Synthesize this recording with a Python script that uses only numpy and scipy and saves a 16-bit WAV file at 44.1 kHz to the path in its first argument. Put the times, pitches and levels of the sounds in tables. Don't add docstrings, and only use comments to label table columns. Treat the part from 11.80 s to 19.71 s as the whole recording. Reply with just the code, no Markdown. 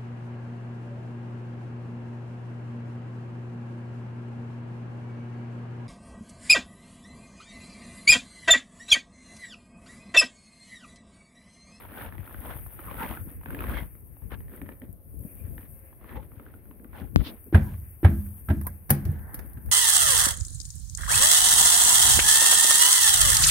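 import sys
import numpy as np
from scipy import signal
from scipy.fft import rfft, irfft, next_fast_len
from scipy.io import wavfile
from scipy.ndimage import map_coordinates

SR = 44100
rng = np.random.default_rng(int(sys.argv[2]) if len(sys.argv) > 2 else 0)


def level_to_linear(level):
    exponent = np.asarray(level, float) / 20
    return 10 ** exponent


def persist_wave(psi):
    counts = np.round(np.clip(psi, -1, 1) * 32767).astype(np.int16)
    wavfile.write(sys.argv[1], SR, np.atleast_2d(counts).T)


N = 348988
EDGE_DB = 11


def white():
    return rng.standard_normal((2, N))


def unit(x):
    return x / np.sqrt(np.mean(x ** 2) + 1e-20)


def seconds_axis(seconds):
    return np.arange(int(seconds * SR)) / SR


def sine(hz, t):
    return np.sin(2 * np.pi * hz * t)


def decay(t, t60):
    return level_to_linear(-60 * t / t60)


def onset(t, attack):
    return 1 - np.exp(-t / attack)


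def along(points, hz):
    f, v = np.transpose(points)
    return np.interp(np.log(hz + 1), np.log(f + 1), v)


def curves(rows):
    s, *cols = np.transpose(rows)
    return [np.interp(np.arange(N) / SR, s, c) for c in cols]


def wobble(rate):
    at = np.arange(N) * rate / SR
    return np.array([map_coordinates(rng.standard_normal(int(at[-1]) + 4), [at]) for _ in range(2)])


def filtered(x, response):
    m = next_fast_len(x.shape[-1] + 4096, True)
    return irfft(rfft(x, m) * response(np.fft.rfftfreq(m, 1 / SR)), m)[..., :x.shape[-1]]


# pitch_hz, likeness_0_to_1
PORT_LIKENESS = [(130, 0.18), (290, 1), (640, 0.44), (1400, 0.027), (3100, 0.046), (7000, 0.013)]


def rush(spectrum, pair):
    turn = lambda hz: np.arccos(np.clip(along(PORT_LIKENESS, hz), -1, 1)) / 2
    colour = lambda hz: level_to_linear(along(spectrum, hz)) * [np.cos(turn(hz)), np.sin(turn(hz))]
    mid, side = filtered(pair, colour)
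    return unit(np.array([mid + side, mid - side])) * np.sqrt(2)


def grainy(rate, spread_db, share):
    sizes = level_to_linear(spread_db * np.minimum(rng.exponential(size=N), 2.5))
    hits = (rng.random(N) < rate / SR) * sizes
    grains = signal.lfilter([1], [1, -.98], hits) * white()
    share = np.clip(share, 0, 1)
    return np.sqrt(share) * unit(grains) + np.sqrt(1 - share) * white()


def burst(spectrum, t60, attack, seconds=0.32):
    t = seconds_axis(seconds)
    noise = unit(filtered(rng.standard_normal((2, len(t))), lambda hz: level_to_linear(along(spectrum, hz))))
    return noise * decay(t, t60) * onset(t, attack)


def swells(rows, gains, rest_db, shape):
    t = np.arange(0, N + 64, 64) / SR
    bumps = np.array([level_to_linear(-EDGE_DB * np.abs((t - s) / half) ** shape) for s, half, *_ in rows])
    power = np.asarray(gains) ** 2 @ bumps ** 2 + level_to_linear(rest_db) ** 2
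    return np.interp(np.arange(N) / SR, t, np.sqrt(power))


def add(track, s, sound):
    i = round(s * SR)
    track[:, i:i + sound.shape[-1]] += sound[..., :track.shape[1] - i]


def pan(db):
    return level_to_linear(np.array([db / 2, -db / 2]))


# pitch_hz, level_db_per_hz
AIR_SPECTRUM = [(59, -0.5), (100, 5.5), (155, -16), (290, -11), (521, -19.5), (1000, -26), (2400, -42.5),
                (6540, -52), (8000, -70.5), (17600, -120)]


def winter_air():
    return level_to_linear(-56.5 + 1.3 * wobble(2.58)[0]) * rush(AIR_SPECTRUM, white())


# time_s, level_db
ENGINE_LEVEL = [(2.3, -82), (2.9, -72), (3.15, -73.5), (3.8, -70.5), (4.4, -73), (4.7, -84)]


def far_engine():
    spectrum = [(420, -47), (530, 8.5), (600, -4.0), (680, 3), (850, -33.5)]
    return level_to_linear(curves(ENGINE_LEVEL)[0]) * rush(spectrum, white())


# pitch_hz, t60_s
PORCH_T60 = [(400, 0.41), (1600, 0.35), (4000, 0.25), (12000, 0.14)]


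def porch(x):
    hz, t, z = signal.stft(rng.standard_normal((2, SR // 2)), SR, nperseg=256)
    tail = signal.istft(z * decay(t, along(PORCH_T60, hz)[:, None]), SR, nperseg=256)[1]
    return signal.fftconvolve(x, tail / np.linalg.norm(tail[0]), axes=1)[:, :N]


# centre_s, half_length_s, level_db
GRIP_JOLTS = [(0.247, 0.11, -41.5), (0.66, 0.42, -45.5), (1.2, 0.3, -42.5), (1.494, 0.24, -41.5),
              (1.892, 0.16, -33), (2.227, 0.075, -44), (2.45, 0.033, -38.5), (2.575, 0.11, -39),
              (2.822, 0.22, -47), (3.093, 0.043, -39), (3.384, 0.1, -45.5), (3.693, 0.098, -38),
              (3.903, 0.1, -51.5), (4.355, 0.14, -45), (4.695, 0.27, -55), (5.262, 0.095, -37),
              (5.396, 0.066, -37), (5.705, 0.009, -50), (5.912, 0.077, -50.5), (6.392, 0.067, -42),
              (6.822, 0.19, -45.5), (7.274, 0.15, -40), (7.555, 0.16, -41), (7.895, 0.28, -40.5)]
# pitch_hz, level_db_per_hz
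GRIP_SPECTRUM = [(12, -44), (20, -34), (54, 2), (125, -9.5), (211, -18.5), (357, -29), (500, -32.5),
                 (650, -59), (1100, -120)]
# time_s, left_minus_right_db
PALM_BALANCE = [(.3, 8.5), (1.7, 3), (3.6, 11.5), (5.4, 7), (5.75, 7), (7.4, 3)]


def grip_rumble():
    jolts = swells(GRIP_JOLTS, level_to_linear([row[2] for row in GRIP_JOLTS]), rest_db=-59, shape=1.02)
    hold = jolts * pan(curves(PALM_BALANCE)[0])
    lumps = level_to_linear(3.66 * wobble(22)) * filtered(white(), lambda hz: level_to_linear(along(GRIP_SPECTRUM, hz)))
    return level_to_linear(4.0) * hold * unit(lumps)


# start_s, peak_db, pitch_hz
FINGER_BUMPS = [(0.266, -33, 91.5), (0.393, -28.5, 91), (0.551, -35.5, 91), (0.756, -31.5, 96.9),
                (1.114, -31, 285), (1.314, -26.5, 230), (1.415, -32, 91.5), (1.472, -30, 220),
                (1.886, -25, 91.5), (2.023, -29, 138), (2.422, -37, 90.5), (3.088, -38, 89.5),
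                (3.342, -38, 300), (3.4, -34, 94.2), (3.429, -36, 215), (3.45, -26, 180), (3.68, -30, 90),
                (3.646, -28, 91), (3.891, -41, 91.5), (4.372, -32, 132), (4.524, -41, 110),
                (4.573, -34.5, 91.5), (4.666, -46, 242), (4.91, -43, 261), (5.002, -39, 250),
                (5.052, -33.5, 256), (5.216, -27.5, 196)]


def finger_bumps():
    out, t = np.zeros((2, N)), seconds_axis(.1)
    palm_s, palm_db = np.transpose(PALM_BALANCE)
    for s, db, hz in FINGER_BUMPS:
        push = -sine(hz, t) * np.exp(-t * hz / 0.81) * onset(t, 0.0011)
        add(out, s, level_to_linear(db + 1.5) * pan(np.interp(s, palm_s, palm_db))[:, None] * push)
    return out


# centre_s, half_length_s, crunch_db, boards_db
STEPS_TABLE = [(.01, 0.065, -50, -48), (0.192, 0.097, -41.5, -47), (0.482, 0.23, -55.5, -67),
               (0.704, .11, -46.5, -46.5), (1.133, 0.22, -50.5, -51), (1.221, 0.05, -37.5, -46),
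               (1.297, 0.094, -41.5, -45.5), (1.507, 0.07, -61, -49.5), (1.808, 0.14, -46.5, -41.5),
               (1.933, 0.1, -39.5, -42), (2.43, 0.015, -65, -56), (2.531, 0.026, -45.5, -68.5),
               (2.757, 0.055, -59, -46), (2.837, 0.014, -72, -40), (2.91, 0.038, -60, -42.5),
               (3.039, 0.024, -62, -39.5), (3.45, 0.097, -75, -51), (3.65, 0.15, -66, -53),
               (3.825, 0.05, -62, -56), (4.34, 0.1, -52, -44.5), (4.622, 0.15, -65, -51.5),
               (4.982, 0.34, -79, -53.5), (5.201, 0.069, -51, -44.5), (5.409, 0.027, -53, -37),
               (5.485, 0.083, -54, -42.5), (5.674, 0.017, -83, -48.5), (5.879, 0.097, -55.5, -57),
               (6.423, 0.23, -63, -63.5), (7.283, 0.14, -59.5, -52), (7.61, 0.13, -63.5, -53)]


def step_swells(column, rest_db):
    return swells(STEPS_TABLE, level_to_linear(np.transpose(STEPS_TABLE)[column]), rest_db, shape=2.3)


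def snow_crush():
    return step_swells(2, rest_db=-90.5)


# time_s, level_db
ARM_LEVEL = [(0, -61.5), (.4, -62.5), (.65, -55), (1.4, -54.5), (1.6, -60), (2.0, -57), (2.35, -64.5),
             (2.8, -59.5), (3.2, -67), (3.45, -57.5), (3.95, -58.5), (4.25, -67.5), (5.05, -65.5),
             (5.45, -60), (6.2, -58), (6.5, -55), (7.05, -61), (7.9, -59.5)]
# pitch_hz, level_db_per_hz
COAT_SPECTRUM = [(3000, -100), (6000, -28), (7500, -56.5), (8150, -11.5), (10800, -1.5), (12300, 3),
                 (15700, -4), (16100, -33)]
# time_s, level_db
CLOTH_LEVEL = [(0, -72), (.9, -71), (2.05, -72.5), (2.25, -83.5), (2.65, -73), (2.95, -83), (3.2, -94),
               (3.45, -74.5), (3.95, -75.5), (4.2, -77), (4.65, -77), (4.9, -82.5), (5.6, -77),
               (6.1, -75.5), (7.0, -78), (7.9, -77)]
# pitch_hz, level_db_per_hz
SWISH_SPECTRUM = [(600, -30), (900, -5.5), (1400, -4.5), (1900, 0), (2650, -5), (3500, -29)]


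def coat():
    sleeve = np.hypot(level_to_linear(curves(ARM_LEVEL)[0] + 2.0), level_to_linear(-11.5) * snow_crush())
    flutter = level_to_linear(1.5 * wobble(30)[0]) * pan(5.3)[:, None]
    rustle = sleeve * flutter * rush(COAT_SPECTRUM, grainy(rate=67, spread_db=6.5, share=0.086))
    swish = level_to_linear(curves(CLOTH_LEVEL)[0] + 3 * wobble(20)[0]) * rush(SWISH_SPECTRUM, white())
    return rustle + swish


# start_s, peak_db
FOLD_TICKS = [(0.604, -36), (1.707, -36), (1.7474, -36), (1.806, -34), (2.7621, -37), (2.999, -39.5),
              (3.128, -39.5), (5.642, -41), (6.303, -41), (6.66, -41), (6.689, -37), (6.699, -37),
              (7.535, -38)]


def coat_ticks():
    out = np.zeros((2, N))
    for s, db in FOLD_TICKS:
        tick = burst(COAT_SPECTRUM, t60=0.009, attack=0.00026, seconds=0.015)
        add(out, s, level_to_linear(db + 1.0) * pan(6.8)[:, None] * tick)
    return out


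# time_s, level_db
SEAL_LEVEL = [(7.09, -110), (7.12, -68), (7.2, -61), (7.4, -59), (7.55, -54), (7.65, -64), (7.8, -67)]


def door():
    seal = [(500, -3.0), (900, 0.5), (1250, -7), (1700, 2), (2200, -11.0), (3000, -88), (5000, -68)]
    return level_to_linear(curves(SEAL_LEVEL)[0]) * rush(seal, white())


# start_s, peak_db, mid_db, low_db, left_minus_right_db
LATCH_CLICKS = [
    (6.8117, -31.5, -25, -15, -1.5),
    (6.8672, -20.5, -31.5, -21.5, -0.5),
    (7.094, -26.5, -13, -7, 2),
    (7.1033, -4.5, -23.5, -27.5, 4),
    (7.2514, -35, -12, -13, 0),
    (7.5424, -25, -25, -23.5, -0.5),
    (7.5903, -32.5, -16, -9, -4.5),
    (7.731, -42, -27, -34, 3),
    (7.8586, -39, -27, -20, 1),
]
# pitch_hz, level_db
LATCH_TINES = [(4300, -17), (5050, -11), (6300, -7), (7600, -16), (11500, 5)]
# start_s, level_db, t60_s
LATCH_RINGS = [
    (6.875, -60, 0.089),
    (7.11, -55, .2),
    (7.547, -46, 0.06),
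]


def latch():
    out, t = np.zeros((2, N)), seconds_axis(.1)
    for s, db, mid_db, low_db, pan_db in LATCH_CLICKS:
        low = [(300, low_db + 19.5), (900, low_db + 9.0), (2000, low_db + 11.0)]
        mid = [(3000, mid_db), (5500, mid_db + 4.5), (7500, mid_db - 4)]
        shape = low + mid + [(9500, -6.5), (12500, 0.0), (15500, -7.0)]
        click = burst(shape, t60=0.037, attack=0.0012, seconds=.1)
        add(out, s, level_to_linear(db - 0.5) * pan(pan_db)[:, None] * click)
    for s, db, t60 in LATCH_RINGS:
        ring = np.zeros((2, len(t)))
        for hz, g in LATCH_TINES:
            gain = level_to_linear(g + 2.5 * rng.standard_normal((2, 1)))
            ring += gain * np.sin(2 * np.pi * (hz * t + rng.random((2, 1))))
        add(out, s, level_to_linear(db) * decay(t, t60) * np.cos(np.pi / 2 * t / t[-1]) * ring)
    return out


# time_s, level_db
GLOVE_LEVEL = [(5.36, -100), (5.375, -62), (5.4, -62), (5.43, -64.5), (5.445, -50.5), (5.47, -44),
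               (5.5, -51.5), (5.52, -77), (5.6, -110)]


def finger():
    out, t = np.zeros((2, N)), seconds_axis(.1)
    spike = 1.48 * onset(t, .00008) * np.exp(-(t / 0.00055) ** 2)
    after = np.maximum(t - .0007, 0)

    def swing(hz, t60, turn):
        return np.sin(2 * np.pi * (hz * after + turn)) * decay(t, t60) * onset(after, 0.0011)

    left = .95 * spike - .75 * swing(165, .03, 0) - .45 * swing(80, .09, .2)
    right = -.6 * np.roll(spike, shift=1) + .45 * swing(210, .03, 0) + .06 * swing(80, .09, .2)
    add(out, 5.36, np.array([left, right]))
    add(out, 5.412, swing(227, 0.047, 0) * [[.2], [.03]])
    glove = [(500, -5), (1200, -0.5), (2500, -0.5), (3500, 5.5), (5000, -5.0), (7000, -24.5)]
    return out + level_to_linear(curves(GLOVE_LEVEL)[0]) * rush(glove, white())


# centre_s, half_length_s, level_db, pitch_hz
DRAGS = [(.19, .05, -55, 800), (0.199, .05, -49.5, 1500), (.69, .05, -47, 1030), (1.092, .04, -48.5, 1090),
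         (1.226, .04, -38, 920), (1.208, .035, -40, 1380), (1.21, .03, -47, 1960), (1.38, .03, -49, 1360),
         (1.977, .035, -43.5, 2100), (1.975, .03, -49.5, 3260), (4.375, .03, -47, 850),
         (4.37, .035, -48.5, 524), (4.33, .06, -56, 1800), (5.156, .012, -50.5, 830),
         (5.151, .012, -56, 1750), (5.229, .03, -55.5, 780), (5.859, .04, -51.5, 950),
         (5.516, .03, -55, 660), (6.86, .012, -48, 880), (6.874, .012, -43, 1020), (6.883, .012, -48, 1550),
         (3.43, .15, -64, 10900), (3.65, .13, -65, 10600), (3.66, .15, -66, 12600), (3.55, .15, -72, 2400)]


def scrapes():
    out = np.zeros((2, N))
    for s, half, db, hz in DRAGS:
        u = np.arange(-2, 2, 1 / (half * SR))
        judder = np.interp(u, np.linspace(-2, 2, 30), rng.standard_normal(30))
        rough = rng.standard_normal((3, len(u))) * level_to_linear(4.2 * judder)
        width_hz = min(hz * 0.14, 450)
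        resonance = lambda f: (1j * f / (hz * hz - f * f + 1j * f * width_hz)) ** 2
        sung = filtered(rough[0] + 1.4 * rough[1:], resonance)
        add(out, s - 2 * half, level_to_linear(db - EDGE_DB * 0.92 * u ** 2) * unit(sung))
    return out


# pitch_hz, level_db_per_hz
BOARD_SPECTRUM = [(100, -49), (180, -1.5), (260, 0.5), (400, -8), (600, -12.5), (1200, -70.5)]


def boards():
    weight = step_swells(3, rest_db=-75)
    return weight * level_to_linear(-6 + 3.0 * wobble(40)[0]) * rush(BOARD_SPECTRUM, white())


def crystals(rate, hz, spread_db):
    u = rng.random((int(rate * N / SR), 4))
    t = np.arange(256) / SR
    pitch = hz * np.exp(0.24 * rng.standard_normal((len(u), 1)))
    size = level_to_linear(spread_db * np.minimum(-np.log(u[:, 1:2]), 3))
    grain = size * sine(pitch, t) * np.exp(-t * pitch / 2.2) * (1 - np.exp(-t * pitch * 4))
    at = ((u[:, :1] * N).astype(int) + np.arange(len(t))).ravel()
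    sides = (np.cos(u[:, 2:3] * np.pi / 2), np.sin(u[:, 2:3] * np.pi / 2))
    return unit(np.array([np.bincount(at, (grain * g).ravel(), N + len(t))[:N] for g in sides])) * np.sqrt(2)


# pitch_hz, level_db_per_hz
SNOW_SPECTRUM = [(290, -18.5), (500, 0.5), (974, -3), (1230, -10.5), (1410, -10.5), (3410, -15),
                 (4540, -29.5), (7800, -42.5), (17200, -120)]


def snow_crunch():
    powder = level_to_linear(-6.5) * rush(SNOW_SPECTRUM, grainy(rate=450, spread_db=5, share=0.53))
    grains = level_to_linear(-8.5) * crystals(rate=500, hz=1592, spread_db=3.0)
    return snow_crush() * level_to_linear(2.6 * wobble(35)[0]) * (powder + grains)


# start_s, peak_db, pitch_hz
STEP_SNAPS = [(0.053, -39, 942), (0.109, -43, 1180), (0.119, -37.5, 1160), (0.174, -34, 802),
              (0.187, -32, 1320), (0.213, -32.5, 1770), (0.251, -33, 899), (0.266, -43, 1640),
              (0.324, -36.5, 1740), (0.352, -37, 856), (0.381, -37, 1940), (0.405, -41, 851),
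              (0.431, -45, 1450), (0.452, -46, 837), (0.476, -37, 1440), (0.495, -40, 802),
              (0.509, -40, 1040), (0.544, -32.5, 1490), (0.628, -46, 988), (0.648, -36.5, 894),
              (0.695, -40, 1180), (0.708, -36.5, 1020), (0.767, -37, 845), (0.863, -38, 780),
              (0.991, -30.5, 1300), (1.052, -42, 818), (1.073, -37, 1300), (1.084, -36, 1080),
              (1.112, -28, 1050), (1.127, -37, 1540), (1.142, -30.5, 802), (1.153, -33, 824),
              (1.194, -37, 1460), (1.206, -26, 830), (1.229, -25, 975), (1.336, -40, 1110),
              (1.372, -32.5, 1540), (1.612, -43, 890), (1.634, -38, 1010), (1.659, -30, 1580),
              (1.685, -36, 1450), (1.705, -29.5, 1530), (1.73, -35, 1280), (1.747, -28.5, 1700),
              (1.768, -36, 802), (1.79, -31.5, 2500), (1.806, -26, 1340), (1.823, -32.5, 953),
              (1.84, -26.5, 1050), (1.868, -30, 1800), (1.896, -23.5, 1470), (1.945, -32, 1560),
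              (1.97, -28, 1730)]
# start_s, peak_db, pitch_hz
HEEL_SNAPS = [(2.5177, -36, 1740), (2.152, -49.5, 1310), (2.368, -51, 800), (2.42, -54, 905),
              (2.605, -48, 1880), (2.682, -50, 1830), (2.696, -52, 1850), (2.737, -47, 1900),
              (2.747, -49, 1750), (2.754, -47, 1500), (2.776, -47, 1950), (2.866, -46, 1900),
              (2.923, -49.5, 2300), (2.8159, -36.5, 1790), (2.86, -48, 1880), (2.89, -37, 1790),
              (2.918, -47, 1730), (3.0181, -41, 1880), (3.435, -57, 1980), (3.7801, -39, 1821),
              (3.83, -50, 1900), (4.1284, -48, 980), (4.2117, -50, 1150), (4.243, -43.5, 1160),
              (4.3264, -42, 960), (4.358, -37, 1028), (4.5172, -51, 1290), (4.5968, -41, 1300),
              (4.664, -45, 1560), (4.7397, -47, 1420), (4.855, -58, 1500), (4.9112, -46, 1020),
              (4.997, -56.5, 1600), (5.0448, -43.5, 1200), (5.131, -46.5, 1020), (5.1993, -53, 980),
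              (5.2171, -41, 1460)]


def crust():
    out, t = np.zeros((2, N)), seconds_axis(.05)
    click_spectrum = [(300, -2), (900, 11.5), (2500, 1.0), (3800, -13.5), (5000, -45), (7500, -27), (12000, -5.5)]
    snaps = [(s, db - 3, hz, -4) for s, db, hz in STEP_SNAPS]
    pivots = [(s, db, hz, 1) for s, db, hz in HEEL_SNAPS]
    for s, db, hz, board_db in snaps + pivots:
        phase = [[0], [rng.uniform(0, 1.64)]]
        ring = np.sin(2 * np.pi * hz * t + phase) * decay(t, 0.015) * onset(t, 0.00016)
        edge = level_to_linear(-10.5) * sine(1.6 * hz, t) * decay(t, 0.008) * onset(t, 0.00055)
        click = level_to_linear(2.0) * burst(click_spectrum, t60=0.014, attack=0.00068, seconds=.05)
        board = level_to_linear(board_db - 4.0) * burst(BOARD_SPECTRUM, t60=0.064, attack=0.00074, seconds=.05)[0]
        add(out, s, level_to_linear(db) * (ring + edge + click + board))
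    return out


# start_s, level_db, pitch_hz, life_cycles
PLANK_KNOCKS = [(5.75, -12, 209, 4.5), (5.748, -24, 670, 6), (5.76, -33, 525, 12.6), (5.77, -24, 145, 8.6),
                (6.248, -23, 767, 6.8), (6.246, -26, 2300, 13), (6.246, -34, 3050, 12),
                (6.262, -31, 1750, 12), (6.27, -23, 202, 16.4), (6.26, -28.5, 330, 15.5),
                (6.69, -31, 830, 5), (7.12, -38, 810, 14), (6.7, -25, 275, 9.3), (6.705, -28, 680, 6),
                (6.686, -27, 1310, 5.8), (6.704, -28, 620, 7), (7.103, -16.5, 142, 6.1),
                (7.11, -30, 520, 8.7), (7.26, -28.5, 150, 6.9), (5.365, -22, 280, 3.5),
                (7.772, -37, 250, 3.1)]


def plank_knocks():
    out, t = np.zeros((2, N)), np.arange(SR // 3) / SR
    for s, db, hz, life in PLANK_KNOCKS:
        note = sine(hz, t) * np.exp(-t * hz / life) * onset(t, 0.0022)
        add(out, s, level_to_linear(db) * note * np.ones((2, 1)))
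    return out


# start_s, peak_db, panel_db, crack_db, t60_s
BOOT_STAMPS = [
    (5.744, 1, -21.5, -15.5, 0.11),
    (6.245, 0.5, -18.5, -16.5, 0.12),
    (6.685, -13.5, -9, -17, 0.071),
    (6.7, -6.5, -17.5, -19, 0.093),
    (7.101, -10.5, -10, -8, 0.073),
    (7.253, -10.5, -18, -32, 0.067),
    (7.287, -18, -24, -31, 0.18),
    (7.77, -26, -24, -20, 0.081),
    (7.886, -22, -31, -24, 0.078),
]
# start_s, level_db, pitch_hz
STAMP_TOES = [
    (5.727, -19.5, 329),
    (6.231, -20, 330),
]
# pitch_hz, level_db
JOIST_MODES = [(72, -18.5), (86, 0.5), (104, -16)]
# pitch_hz, level_db, t60_s
PANEL_MODES = [(141.5, 1.5, 0.35), (204.6, -0.5, 0.51), (257, -7, 0.41), (330, -6.5, 0.39),
               (392, -11.5, 0.25), (658, -15, 0.25)]
# pitch_hz, level_db_per_hz
SHUDDER_SPECTRUM = [(30, -23), (55, 0), (80, 7), (110, -6.5), (150, -12), (250, -25), (500, -61.5)]
# pitch_hz, level_db_per_hz
CRACK_SPECTRUM = [(240, -32.5), (400, 2.5), (570, -7), (780, -3), (1120, -11.5), (1720, -7), (2750, -19.5),
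                  (3710, -26), (6940, -54), (9000, -31.5), (11700, -27), (19800, -120)]


def stamps():
    low, high, t = np.zeros((2, N)), np.zeros((2, N)), seconds_axis(.5)

    def drift():
        return np.interp(t, np.linspace(0, .5, 22), rng.standard_normal(22))

    slap = sine(1620, t) * decay(t, 0.023) + level_to_linear(-8.5) * sine(780, t) * decay(t, 0.031)
    slap = slap[:SR // 4] * [[.3], [1]]
    for s, db, panel_db, crack_db, t60 in BOOT_STAMPS:
        joist = sum(level_to_linear(g) * sine(hz, t - .0095) for hz, g in JOIST_MODES)
        joist = joist * decay(t, t60) * onset(t, 0.0088) ** 2
        shudder = level_to_linear(-18.5) * burst(SHUDDER_SPECTRUM, t60=0.78, attack=0.046, seconds=.5)[0]
        panel = np.zeros(len(t))
        for hz, g, d in PANEL_MODES:
            level = level_to_linear(g - 2.0 + 3.2 * drift()) * decay(t, d)
            panel += level * np.sin(2 * np.pi * (hz * t + rng.random() + 0.2 * drift()))
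        add(low, s - .004, level_to_linear(db + 5.5) * joist)
        add(low, s, level_to_linear(db) * shudder + level_to_linear(db + panel_db - 2.5) * panel * onset(t, 0.0064))
        grit = level_to_linear(-8.5) * burst(CRACK_SPECTRUM, t60=0.13, attack=0.0053, seconds=.25)
        crack = burst(CRACK_SPECTRUM, t60=0.044, attack=0.0016, seconds=.25) + grit + slap
        add(high, s + 0.002016, level_to_linear(db + crack_db - 1.0) * pan(-0.63)[:, None] * crack)
    for s, db, hz in STAMP_TOES:
        add(low, s, -level_to_linear(db) * decay(t, 0.097) * (sine(hz, t) + 0.17 * sine(190, t)))
        add(high, s, level_to_linear(db - 8.5) * burst(CRACK_SPECTRUM, t60=0.15, attack=0.016))
    return low, high


def scene():
    low, high = stamps()
    metal, tap = latch(), finger()
    snaps = crust() + coat_ticks()
    sent = level_to_linear(-12.5) * high + level_to_linear(-9.5) * metal + level_to_linear(-9.5) * snaps + level_to_linear(-22.5) * low
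    echo = porch(sent + level_to_linear(-41.5) * np.diff(tap, prepend=0) * 10)
    background = winter_air() + far_engine() + echo
    handling = grip_rumble() + finger_bumps() + coat() + tap
    doorway = door() + metal
    feet = scrapes() + boards() + snow_crunch() + snaps + plank_knocks() + low + high
    return background + handling + doorway + feet


def roll_off(x):
    return signal.sosfilt(signal.butter(12, 16790, fs=SR, output="sos"), x)


def record(dry):
    bass_cut = lambda hz: (1j * hz / 45) ** 2 / (1 + 1.3j * hz / 45 - (hz / 45) ** 2)
    top_cut = lambda hz: level_to_linear(-22 * np.clip((hz - 15800) / 300, 0, 1)) * (hz < 16750)
    wet = filtered(dry, lambda hz: bass_cut(hz) * top_cut(hz))
    return roll_off(np.clip(wet, -.99, .99))


dry = scene()
out = record(dry)
persist_wave(out)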